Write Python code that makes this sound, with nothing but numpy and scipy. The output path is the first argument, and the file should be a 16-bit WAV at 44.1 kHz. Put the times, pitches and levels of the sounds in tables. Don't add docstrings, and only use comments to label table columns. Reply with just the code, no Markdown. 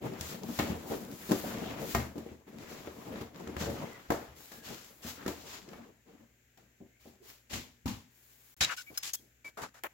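import sys
import numpy as np
from scipy import signal
from scipy.fft import rfft, irfft, next_fast_len
from scipy.io import wavfile
from scipy.ndimage import uniform_filter1d

SR = 44100
rng = np.random.default_rng(int(sys.argv[2]) if len(sys.argv) > 2 else 0)


def put_to_file(sound):
    columns = np.atleast_2d(sound).T
    safe = np.clip(columns, -1, 1)
    whole_steps = np.round(safe * 32767)
    wavfile.write(sys.argv[1], SR, whole_steps.astype(np.int16))


N = 437913
TIME = np.arange(N) / SR
ROOM_T60_S = 0.4114

# t/s, length/s, swell/dB, frame rumble/dB, leather scrape/dB
SEAT_DRAGS = [(0, 0.0688, 9.5, -41, -50), (0.092, 0.2565, 0, -47, -49.5), (0.399, 0.107, 3, -44.5, -55),
              (0.612, 0.1358, -5.5, -38.5, -45), (0.77, 0.137, -3.5, -51, -54.5),
              (0.884, 0.0547, 4, -41, -44.5), (0.979, 0.145, 5.5, -46.5, -56.5),
              (1.128, 0.407, 10, -55.5, -50.5), (1.398, 0.3354, 1, -41.5, -45.5),
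              (1.747, 0.2155, -17, -41, -52.5), (1.982, 0.0696, -10, -40.5, -47.5),
              (2.134, 0.1944, -1, -53, -59), (2.457, 0.148, -3, -53.5, -60.5),
              (2.543, 0.338, 0, -48.5, -51), (2.888, 0.326, 12.5, -48.5, -54.5),
              (3.313, 0.313, -3, -46, -53.5), (3.591, 0.039, -3, -36, -42), (3.639, 0.1912, -0.5, -40, -47),
              (3.776, 0.555, -20, -67, -55.5), (4.17, 0.24, -11, -58.5, -58.5),
              (4.512, 0.125, -3, -56, -76), (4.645, 0.0746, 4.5, -48.5, -53),
              (4.776, 0.344, 2.5, -65.5, -67), (5.146, 0.1646, 3.5, -49, -53),
              (5.334, 0.336, -5.5, -57.5, -63.5), (5.65, 0.2053, -3, -53, -59),
              (6.046, 0.191, -8, -60.5, -67), (6.569, 0.0756, -9, -63.5, -67.5),
              (7.052, 0.084, -7.5, -61, -77.5)]
# t/s, length/s, swell/dB, hiss/dB, extra brightness/dB
CLOTH_SWISHES = [(0.175, 0.132, 10, -48.5, 2), (0.404, 0.2065, 15, -49.5, 2.5),
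                 (0.647, 0.182, 6.5, -60.5, 6.5), (0.848, 0.1765, -3, -51.5, 6), (1.063, 0.314, 10, -54, 7),
                 (1.334, 0.143, 10, -53, 5.5), (1.782, 0.143, 12.5, -47, 3), (2.66, 0.216, -14, -54.5, -3),
                 (2.884, 0.158, 4, -60, 3), (3.562, 0.0517, 16.5, -45, -4),
                 (4.335, 0.249, -2.5, -55.5, 4.5), (4.612, 0.242, -10, -48, -2),
                 (4.82, 0.235, 0.5, -65.5, 9), (5.011, 0.0802, 8.5, -44.5, -0.5),
                 (5.18, 0.334, 10, -56, -2.5), (5.445, 0.102, 11.5, -49, -6),
                 (6.986, 0.0976, 6.5, -63.5, 1.5), (7.212, 0.087, 10, -57, 2.5),
                 (8.026, 0.926, 0, -66, 8.5)]
# t/s, thump/dB, body/dB, ring centre/Hz, clack/dB, clack top/Hz, tick/dB, rise/s
SEAT_BLOWS = [(0.209, -45, -42.5, 220, -66.5, 4000, -42, 0.00116),
              (0.487, -66, -31, 229, -43.5, 1500, -55.5, 0.0056),
              (0.589, -43, -50, 250, -28.5, 5000, -36.5, 0.00197),
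              (0.596, -39.5, -27.5, 258, -30, 3480, -49.5, 0.00125),
              (0.699, -41.5, -31, 197, -51.5, 1500, -51, 0.0045),
              (0.902, -70, -26, 377, -32, 1000, -62.5, 0.0225),
              (1.29, -65, -29, 270, -38.5, 1500, -41, 0.0088),
              (1.31, -44, -24.5, 246, -46, 1500, -41, 0.00104),
              (1.316, -53.5, -23, 306, -30, 1640, -34.5, 0.0022),
              (1.948, -34.5, -27.5, 255, -24, 2460, -33, 0.00103),
              (1.966, -32, -34, 220, -51.5, 2200, -53, 0.0049),
              (2.155, -51.5, -34.5, 283, -51, 900, -58, 0.00589),
              (2.179, -60.5, -37, 267, -55, 1500, -51.5, 0.00193),
              (2.263, -57.5, -42.5, 421, -67, 800, -64, 0.0011),
              (2.317, -58, -42.5, 235, -65.5, 805, -67.5, 0.0029),
              (2.873, -55, -40, 420, -50.5, 4000, -60, 0.00043),
              (3.156, -56.5, -38.5, 300, -44, 4000, -68, 0.00385),
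              (3.212, -48, -44.5, 278, -46, 4000, -54, 0.00135),
              (3.472, -49.5, -42, 420, -46.5, 3000, -70, 0.001),
              (3.566, -42, -38.5, 265, -40, 3500, -50.5, 0.00038),
              (3.66, -38.5, -28.5, 530, -69.5, 1300, -62.5, 0.0234),
              (4.103, -64, -27, 352, -25.5, 1824, -39, 0.00116),
              (4.12, -49.5, -32, 338, -34, 1000, -41.5, 0.00112),
              (4.283, -53, -65.5, 200, -77, 1000, -77, 0.015),
              (4.515, -66, -51, 277, -49, 2500, -47, 0.0055),
              (5.047, -52, -38, 234.4, -49.5, 3000, -59.5, 0.006),
              (5.262, -64.5, -31, 314, -39.5, 2500, -46, 0.00137),
              (5.278, -49.5, -34.5, 298, -36.5, 2520, -38.5, 0.00233),
              (5.732, -83, -53, 300, -47.5, 3050, -60.5, .001),
              (6.573, -85.5, -69, 278, -63, 3000, -61.5, 0.0027),
              (6.803, -66.5, -43, 246.2, -63.5, 900, -87.5, 0.0095),
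              (7.054, -64.5, -50, 280, -55.5, 900, -76, 0.00484)]
# t/s, level/dB, centre/Hz
CATCH_SNAPS = [(0.21, -29.5, 5000), (0.434, -42, 4174), (1.115, -42.5, 5500), (1.773, -46, 3000),
               (2.586, -43, 1500), (3.346, -49.5, 2200), (3.36, -47.5, 2800), (3.476, -45, 4000),
               (5.396, -49, 2000), (5.689, -45.5, 3500), (9.133, -34.5, 8000)]
# t/s, length/s, start pitch/Hz, end pitch/Hz, breadth/Hz, level/dB
LEATHER_SQUEAKS = [(1.612, 0.123, 2970, 3352, 600, -52.5), (3.801, .22, 2105, 1941, 55, -58),
                   (4.484, 0.19, 1710, 1635, 50, -61), (5.166, 0.082, 1350, 1526, 301, -56),
                   (6.85, 0.26, 2008, 2456, 70, -76.5), (7.188, 0.153, 382, 420, 35, -61.5)]
# t/s, rise/s, thud/dB, grit/dB, T60/s
SHOE_CONTACTS = [(7.495, 0.0366, -45, -33, 0.246), (7.528, 0.0094, -39, -33, 0.319),
                 (7.555, 0.0059, -44.5, -42.5, 0.429), (7.857, 0.00167, -28.5, -42.5, 0.345),
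                 (7.877, 0.0016, -53.5, -39.5, 0.39)]
# t/s, length/s, thud/dB, thud centre/Hz,
# clank/dB, clank top/Hz, chatter/dB, chatter centre/Hz
BURSTS = [(8.605, 0.0434, -40, 100, -35, 2440, -25.5, 3860),
          (8.645, 0.0506, -52, 116.3, -46, 2200, -40.5, 3300),
          (8.705, 0.0398, -66, 180.7, -43.5, 2230, -42, 4000),
          (8.763, 0.0582, -96.5, 199.6, -62, 2000, -44.5, 5170),
          (8.899, 0.0373, -50.5, 245, -68, 1500, -69.5, 3000),
          (8.939, 0.0702, -79.5, 343.1, -60.5, 2230, -55, 3770),
          (8.973, 0.0146, -61.5, 300, -56, 2200, -31.5, 15000),
          (9.025, 0.075, -63.5, 160, -52.5, 2360, -38, 4790),
          (9.134, 0.02114, -66, 200, -51.5, 2300, -31, 8730),
          (9.187, 0.0926, -64, 236, -97, 2000, -87, 5900),
          (9.443, 0.0537, -61, 298, -56.5, 2190, -55, 6000),
          (9.57, 0.0527, -45.5, 387, -43, 1690, -51, 5960),
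          (9.616, 0.0287, -44.5, 134, -45, 1850, -46.5, 5400),
          (9.632, 0.0308, -51, 298, -40.5, 1635, -48.5, 4500),
          (9.66, 0.034, -57.5, 190, -58.5, 1700, -59.5, 4600),
          (9.739, 0.0558, -84, 344, -56, 1940, -60, 5700),
          (9.836, 0.00278, -56.5, 417, -33, 2700, -35.5, 11100),
          (9.838, 0.03065, -47, 423, -38.5, 2456, -46, 14400)]
# t/s, contact length/s, level/dB, centre/Hz, spread/octaves, T60/s
RAIL_CLINKS = [(8.61, 0.043, -29.5, 3800, 0.138, 0.036), (8.69, 0.048, -36.5, 1900, 0.59, 0.0155),
               (8.773, 0.042, -44, 3680, 1.42, 0.06), (8.864, 0.0367, -52, 2300, 0.106, 0.127),
               (8.975, 0.0036, -30, 5810, 0.65, 0.45), (8.975, 0.0066, -41, 1560, 0.21, 0.05),
               (9.133, 0.007, -35.5, 6530, 0.186, 0.2), (9.136, 0.0566, -66, 3440, 0.065, 0.23),
               (9.443, 0.0411, -45, 2304, 0.058, 0.303)]

# f/Hz, level/dB, T60/s
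PAN_MODES = [(201.7, 1.5, 0.14), (233.7, 1.5, 0.186), (298.64, 1.5, 0.14), (339.65, 1, 0.16),
             (377.95, 1, 0.21), (466.25, 4.5, 0.13), (563.1, -1, .22), (689.6, -7.5, 0.24),
             (792.6, -3.5, 0.18), (1028.8, -1.5, 0.073), (1170, -8.5, 0.26), (1291, -3.5, 0.14),
             (1849, -6.5, 0.15), (1947, -22.5, .22), (2189, -9.5, 0.34)]
BOUNCE_MODES = [(78.98, 5, 0.37), (96, 3, 0.16), (123.2, 2, 0.3)]
# f/Hz, level/dB
RAIL_MODES = [(1470, 15.5), (1540, 12.5), (1895, -10.5), (2290, 4), (2890, 6), (3272, -1.5), (3450, -12.5),
              (3667, -5), (3870, -1.5), (3965, -6.5), (4226, -11), (5200, 9.5), (6370, 3), (8050, 1.5)]
# f/Hz, level/dB
MAINS_HARMONICS = [(60, -77.5), (120, -75.5), (240, -83.5)]

# f/Hz, level/dB
FRAME_SPECTRUM = [(30, -26), (70, -18.5), (105, -9.5), (150, -1.5), (230, 2), (320, -2), (410, -2.5),
                  (480, -2), (620, -5.5), (820, -9.5), (1050, -14.5), (2000, -37)]
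LEATHER_SPECTRUM = [(450, 2.5), (850, 0), (1300, -0.5), (2000, -3), (3300, -9.5), (4500, -22), (8000, -40)]
CLOTH_SPECTRUM = [(2200, -0.5), (4200, -1), (6000, -2), (10000, -5), (16000, -7)]
AIR_SPECTRUM = [(25, -14.5), (60, -5), (150, -6.5), (400, -8), (700, -15), (1100, -23.5), (1600, -9),
                (2300, -10.5), (3500, -19), (5000, -22.5), (7000, -15), (10000, -23), (16000, -21.5)]
CLACK_SPECTRUM = [(300, -7.5), (520, -6), (680, 1), (800, -3), (930, -5.5), (1320, -9.5), (1750, -6.5),
                  (2100, -12), (2600, -12), (4500, -13), (8000, -33.5)]
SOLE_SPECTRUM = [(30, -34.5), (65, 6), (130, 6), (260, 11.5), (370, -36), (580, -26.5), (800, -5.5),
                 (1100, -7), (2000, -31)]
GRIT_SPECTRUM = [(300, 2.5), (700, -3.5), (1100, -8.5), (2200, -2), (4000, -4.5), (7000, -7.5),
                 (16000, -17.5)]
LEFT_MINUS_RIGHT = [(60, 2), (1500, 3), (4400, 3.5), (8000, 2.5), (15000, 5.5)]
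MIC_RESPONSE = [(28, -10), (65, 1.5), (135, -1.5), (172, -4.5), (220, -2), (6000, -0.5), (7400, 2),
                (8400, -9), (10500, -3.5), (13000, 0.5), (15500, 1.5)]


def undb(db):
    return 10 ** (np.asarray(db) / 20)


def unit(x):
    return x / np.sqrt(np.mean(x ** 2) + 1e-20)


def fade(t, t60):
    return np.exp(-np.log(1000) * t / max(t60, 1e-3))


def add(out, start_s, x):
    i = int(start_s * SR)
    out[:, i:i + x.shape[-1]] += x[..., :N - i]


def colour(x, envelope):
    hz, db = np.transpose(envelope)
    f = np.fft.rfftfreq(x.shape[-1], 1 / SR)
    return irfft(rfft(x) * undb(np.interp(np.log(f + 1), np.log(hz), db)), x.shape[-1])


def between(x, low_hz, high_hz, order=6):
    f = np.fft.rfftfreq(x.shape[-1], 1 / SR) + 1
    band = 1 / np.sqrt((1 + (low_hz / f) ** 6) * (1 + (f / high_hz) ** order))
    return unit(irfft(rfft(x) * band, x.shape[-1]))


def cut(x, hz, kind):
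    return signal.sosfilt(signal.butter(4, hz, kind, fs=SR, output="sos"), x)


def wander(n, rate):
    hold = int(SR / rate)
    stairs = np.repeat(rng.standard_normal(n // hold + 1), hold)
    return 1.3 * uniform_filter1d(uniform_filter1d(stairs, hold), hold)[:n]


def diffuse(n, apart_hz=650):
    mid, side = rfft(rng.standard_normal((2, n)))
    f = np.fft.rfftfreq(n, 1 / SR)
    width = np.hypot(f, 90) / np.hypot(f, apart_hz)
    return unit(irfft((mid + np.array([[1], [-1]]) * width * side) / np.sqrt(1 + width ** 2), n))


def slips(n, rate, spread_db):
    size = undb(spread_db * np.minimum(rng.exponential(size=n), 4))
    return (rng.random(n) < rate / SR) * size * rng.choice([-1, 1], n)


def grains(n, rate, spread_db, t60):
    pole = fade(2 / SR, t60)
    energy = signal.lfilter([1], [1, -pole], slips(n, rate, spread_db) ** 2)
    return diffuse(n) * np.sqrt(energy)


def ring(modes, t, apart_hz=1200):
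    chance = rng.standard_normal((len(modes), 3))
    out = np.zeros((2, len(t)))
    for (hz, db, t60), (gain, detune, skew) in zip(modes, chance):
        offset = np.array([[1], [-1]]) * skew * min(hz / apart_hz, 1)
        phase = 2 * np.pi * hz * (1 + 0.015 * detune) * t + offset
        out += undb(db + 2 * gain) * np.sin(phase) * fade(t, t60)
    return out


def strike(x, db):
    return x * undb(db) / np.sqrt(np.mean(x[..., :SR // 50] ** 2))


def friction(envelope, rate, spread_db, grain_t60, shift_db):
    centres_hz = np.geomspace(100, 16000, num=16)
    n = next_fast_len(N, real=True)
    f = np.fft.rfftfreq(n, 1 / SR)
    spectrum = rfft(colour(grains(n, rate, spread_db, grain_t60), envelope))
    bands = (irfft(spectrum * np.interp(f, centres_hz, one), n)[:, :N] for one in np.eye(16))
    return unit(sum(band * undb(shift_db * wander(N, rate=33)) for band in bands))


def stroke(start_s, length, swell_db, min_rise_s=0.0284, rise_share=0.229, t60=0.384):
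    t = np.maximum(TIME - start_s, 0)
    held = undb(swell_db * (np.minimum(t / length, 1) - .5))
    rise = np.sin(np.pi / 2 * np.minimum(t / max(min_rise_s, rise_share * length), 1)) ** 2
    return rise * held * fade(np.clip(t - length, 0, 2), t60)


def frame_rumble(power, lurch_db=2.92, pan_db=-5):
    lurches = undb(lurch_db * wander(N, rate=55))
    shudder = friction(FRAME_SPECTRUM, rate=740, spread_db=1, grain_t60=0.045, shift_db=3.02)
    rumble = shudder * np.sqrt(power) * lurches
    pan = ring(PAN_MODES, TIME[:SR // 4])
    drone = signal.fftconvolve(rumble.mean(axis=0)[None], pan, axes=1)[:, :N]
    return rumble + undb(pan_db) * np.std(rumble) * unit(drone)


def leather_scrape(power):
    scrape = friction(LEATHER_SPECTRUM, rate=550, spread_db=-1, grain_t60=0.069, shift_db=2)
    return scrape * np.sqrt(power)


def cloth_hiss(low_power, high_power, crossover_hz=8000, crease_db=-12):
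    fibres = friction(CLOTH_SPECTRUM, rate=830, spread_db=3, grain_t60=0.3, shift_db=0.67)
    creases = colour(grains(N, rate=110, spread_db=4, t60=0.006), CLOTH_SPECTRUM)
    rustle = unit(fibres + undb(crease_db) * unit(creases))
    dull = signal.sosfiltfilt(signal.butter(3, crossover_hz, fs=SR, output="sos"), rustle)
    return dull * np.sqrt(low_power) + (rustle - dull) * np.sqrt(high_power)


def sliding():
    frame, leather, cloth, sheen = np.zeros((4, N))
    for start_s, length, swell_db, rumble_db, scrape_db in SEAT_DRAGS:
        drag = stroke(start_s, length, swell_db)
        frame += (drag * undb(rumble_db)) ** 2
        leather += (drag * undb(scrape_db)) ** 2
    for start_s, length, swell_db, hiss_db, bright_db in CLOTH_SWISHES:
        swish = stroke(start_s, length, swell_db) * undb(hiss_db)
        cloth += swish ** 2
        sheen += (swish * undb(bright_db)) ** 2
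    cloth_scrape = cloth * undb(-26) ** 2
    leather_hiss = leather * undb(-5) ** 2
    return (frame_rumble(frame) + leather_scrape(leather + cloth_scrape)
            + cloth_hiss(cloth + leather_hiss, sheen + leather_hiss * undb(-2) ** 2))


def garage(air_db=-69):
    hum = sum(undb(db) * np.sqrt(2) * np.sin(2 * np.pi * (hz * TIME + rng.random()))
              for hz, db in MAINS_HARMONICS)
    return undb(air_db) * unit(colour(diffuse(N), AIR_SPECTRUM)) + hum


def knocks(crack_t60=0.023, db_per_octave=15):
    out, t = np.zeros((2, N)), TIME[:SR // 2]
    tail, crack = fade(t, ROOM_T60_S), fade(t, crack_t60)
    direct = 1 + undb(-3) * fade(t, 0.014)
    for start_s, thump_db, body_db, ring_hz, clack_db, clack_top_hz, tick_db, rise_s in SEAT_BLOWS:
        favour = lambda hz: -db_per_octave * abs(np.log2(hz / ring_hz))
        room = unit(colour(diffuse(len(t)), [(hz, db + favour(hz) / 2) for hz, db in FRAME_SPECTRUM]))
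        room *= tail * (1 - np.exp(-t / 0.0023))
        pan = ring([(hz, db + favour(hz), t60) for hz, db, t60 in PAN_MODES], t)
        pan = cut(pan, 170, "high")
        body = (strike(pan, 0) + undb(-9) * room) * direct
        bounce = ring(BOUNCE_MODES, t) * (1 - np.exp(-t / 0.0034))
        contact = colour(diffuse(len(t)), CLACK_SPECTRUM) * (crack + undb(-9) * tail)
        steel = cut(ring(PAN_MODES, t), 620, "high")
        clack = cut(strike(contact, 0) + strike(steel, -4), clack_top_hz, "low") * direct
        tick = colour(diffuse(len(t)), CLOTH_SPECTRUM) * (crack + undb(-10) * tail)
        blow = (strike(bounce, thump_db) + strike(body, body_db)
                + strike(clack, clack_db) + strike(tick, tick_db))
        add(out, start_s, blow * np.minimum(t / rise_s, 1))
    return out


def snaps(crack_t60=0.0091, tail_db=-19):
    out, t = np.zeros((2, N)), TIME[:SR // 4]
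    decay = fade(t, crack_t60) + undb(tail_db) * fade(t, ROOM_T60_S)
    for start_s, db, centre_hz in CATCH_SNAPS:
        tick = between(diffuse(len(t)), centre_hz / 2, centre_hz * 2)
        add(out, start_s, undb(db) * tick * decay)
    return out


def squeaks(waver=0.011):
    out = np.zeros((2, N))
    for start_s, length, start_hz, end_hz, breadth_hz, db in LEATHER_SQUEAKS:
        n = int(length * SR)
        hz = np.linspace(start_hz, end_hz, n) * (1 + waver * wander(n, rate=420))
        tone = np.sin(2 * np.pi * np.cumsum(hz) / SR)
        rasp = between(rng.standard_normal((2, n)), 0.86, breadth_hz, order=3)
        add(out, start_s, undb(db) * unit(rasp * tone * signal.windows.tukey(n)))
    return out


def footfalls():
    out, t = np.zeros((2, N)), TIME[:SR // 2]
    for start_s, rise_s, thud_db, grit_db, t60 in SHOE_CONTACTS:
        thud = undb(thud_db) * unit(colour(diffuse(len(t)), SOLE_SPECTRUM))
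        grit = undb(grit_db) * unit(colour(diffuse(len(t)), GRIT_SPECTRUM))
        add(out, start_s, (thud + grit) * np.minimum(t / rise_s, 1) * fade(t, t60))
    return out


def rattles_and_thuds(reach_octaves=0.904, rise_share=0.12, sag_db=5, tail_db=-27, tail_t60=0.59):
    out, t = np.zeros((2, N)), TIME[:SR // 4]
    reach = 2 ** reach_octaves
    for start_s, length, thud_db, thud_hz, clank_db, clank_top_hz, chatter_db, chatter_hz in BURSTS:
        contacts = grains(len(t), rate=6300, spread_db=-8.5, t60=0.0115)
        thud = undb(thud_db) * between(contacts, thud_hz / reach, thud_hz * reach)
        clank = undb(clank_db) * between(contacts, 620, clank_top_hz, order=10)
        chatter = undb(chatter_db) * between(contacts, chatter_hz / reach, chatter_hz * reach)
        push = np.minimum(t / (rise_share * length), 1) * undb(-sag_db * np.minimum(t / length, 1))
        after = np.maximum(t - length, 0)
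        stop = fade(after, length) + undb(tail_db) * fade(after, tail_t60)
        add(out, start_s, (thud + clank + chatter) * push * stop)
    return out


def clinks(bounce_rate=1500, buzz_share=0.0057, held_db=-23, rise_share=0.14, bracket_db=-11):
    out, t = np.zeros((2, N)), TIME[:SR // 4]
    for start_s, length, db, centre_hz, spread, t60 in RAIL_CLINKS:
        bracket_hz = np.exp(rng.uniform(np.log(1300), np.log(12000), size=36))
        hz, mode_db = np.transpose(RAIL_MODES + [(f, bracket_db) for f in bracket_hz])
        weight = undb(mode_db) * np.exp(-.5 * (np.log2(hz / centre_hz) / spread) ** 2)
        pitch = hz[:, None] * (1 + buzz_share * np.array([wander(len(t), rate=700) for _ in hz]))
        phase = rng.uniform(0, 2 * np.pi, (len(hz), 1))
        stereo_phase = np.array([[[1]], [[-1]]]) * rng.uniform(-1.39, 1, (len(hz), 1))
        partials = np.sin(2 * np.pi * np.cumsum(pitch, axis=1) / SR + phase + stereo_phase)
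        response = weight @ partials * fade(t, t60)
        bounces = slips(len(t), bounce_rate, spread_db=1.5) * (t < length) * np.exp(-t / length)
        bounces[0] = 2
        ringing = cut(signal.fftconvolve(response, bounces[None], axes=1)[:, :len(t)], 1100, "high")
        ringing *= np.minimum(t / (rise_share * length), 1)
        contact_rms = np.sqrt(np.mean(ringing[:, t < length] ** 2))
        held = np.maximum(fade(np.maximum(t - length, 0), 0.038), undb(held_db))
        add(out, start_s, undb(db) * ringing / contact_rms * held)
    return out


def scene():
    seat = sliding() + squeaks() + knocks() + snaps()
    left, right = seat + footfalls() + rattles_and_thuds() + clinks() + garage()
    return np.array([colour(left, [(hz, db / 2) for hz, db in LEFT_MINUS_RIGHT]),
                     colour(right, [(hz, -db / 2) for hz, db in LEFT_MINUS_RIGHT])])


def record(dry, silence_s=(8.544, 8.566), top_hz=16000):
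    sounding = (TIME < silence_s[0]) | (TIME > silence_s[1])
    gate = uniform_filter1d(sounding.astype(float), size=64)
    low_pass = signal.ellip(10, .2, 70, top_hz, fs=SR, output="sos")
    return signal.sosfilt(low_pass, colour(dry, MIC_RESPONSE) * gate)


dry = scene()
out = record(dry)
put_to_file(out)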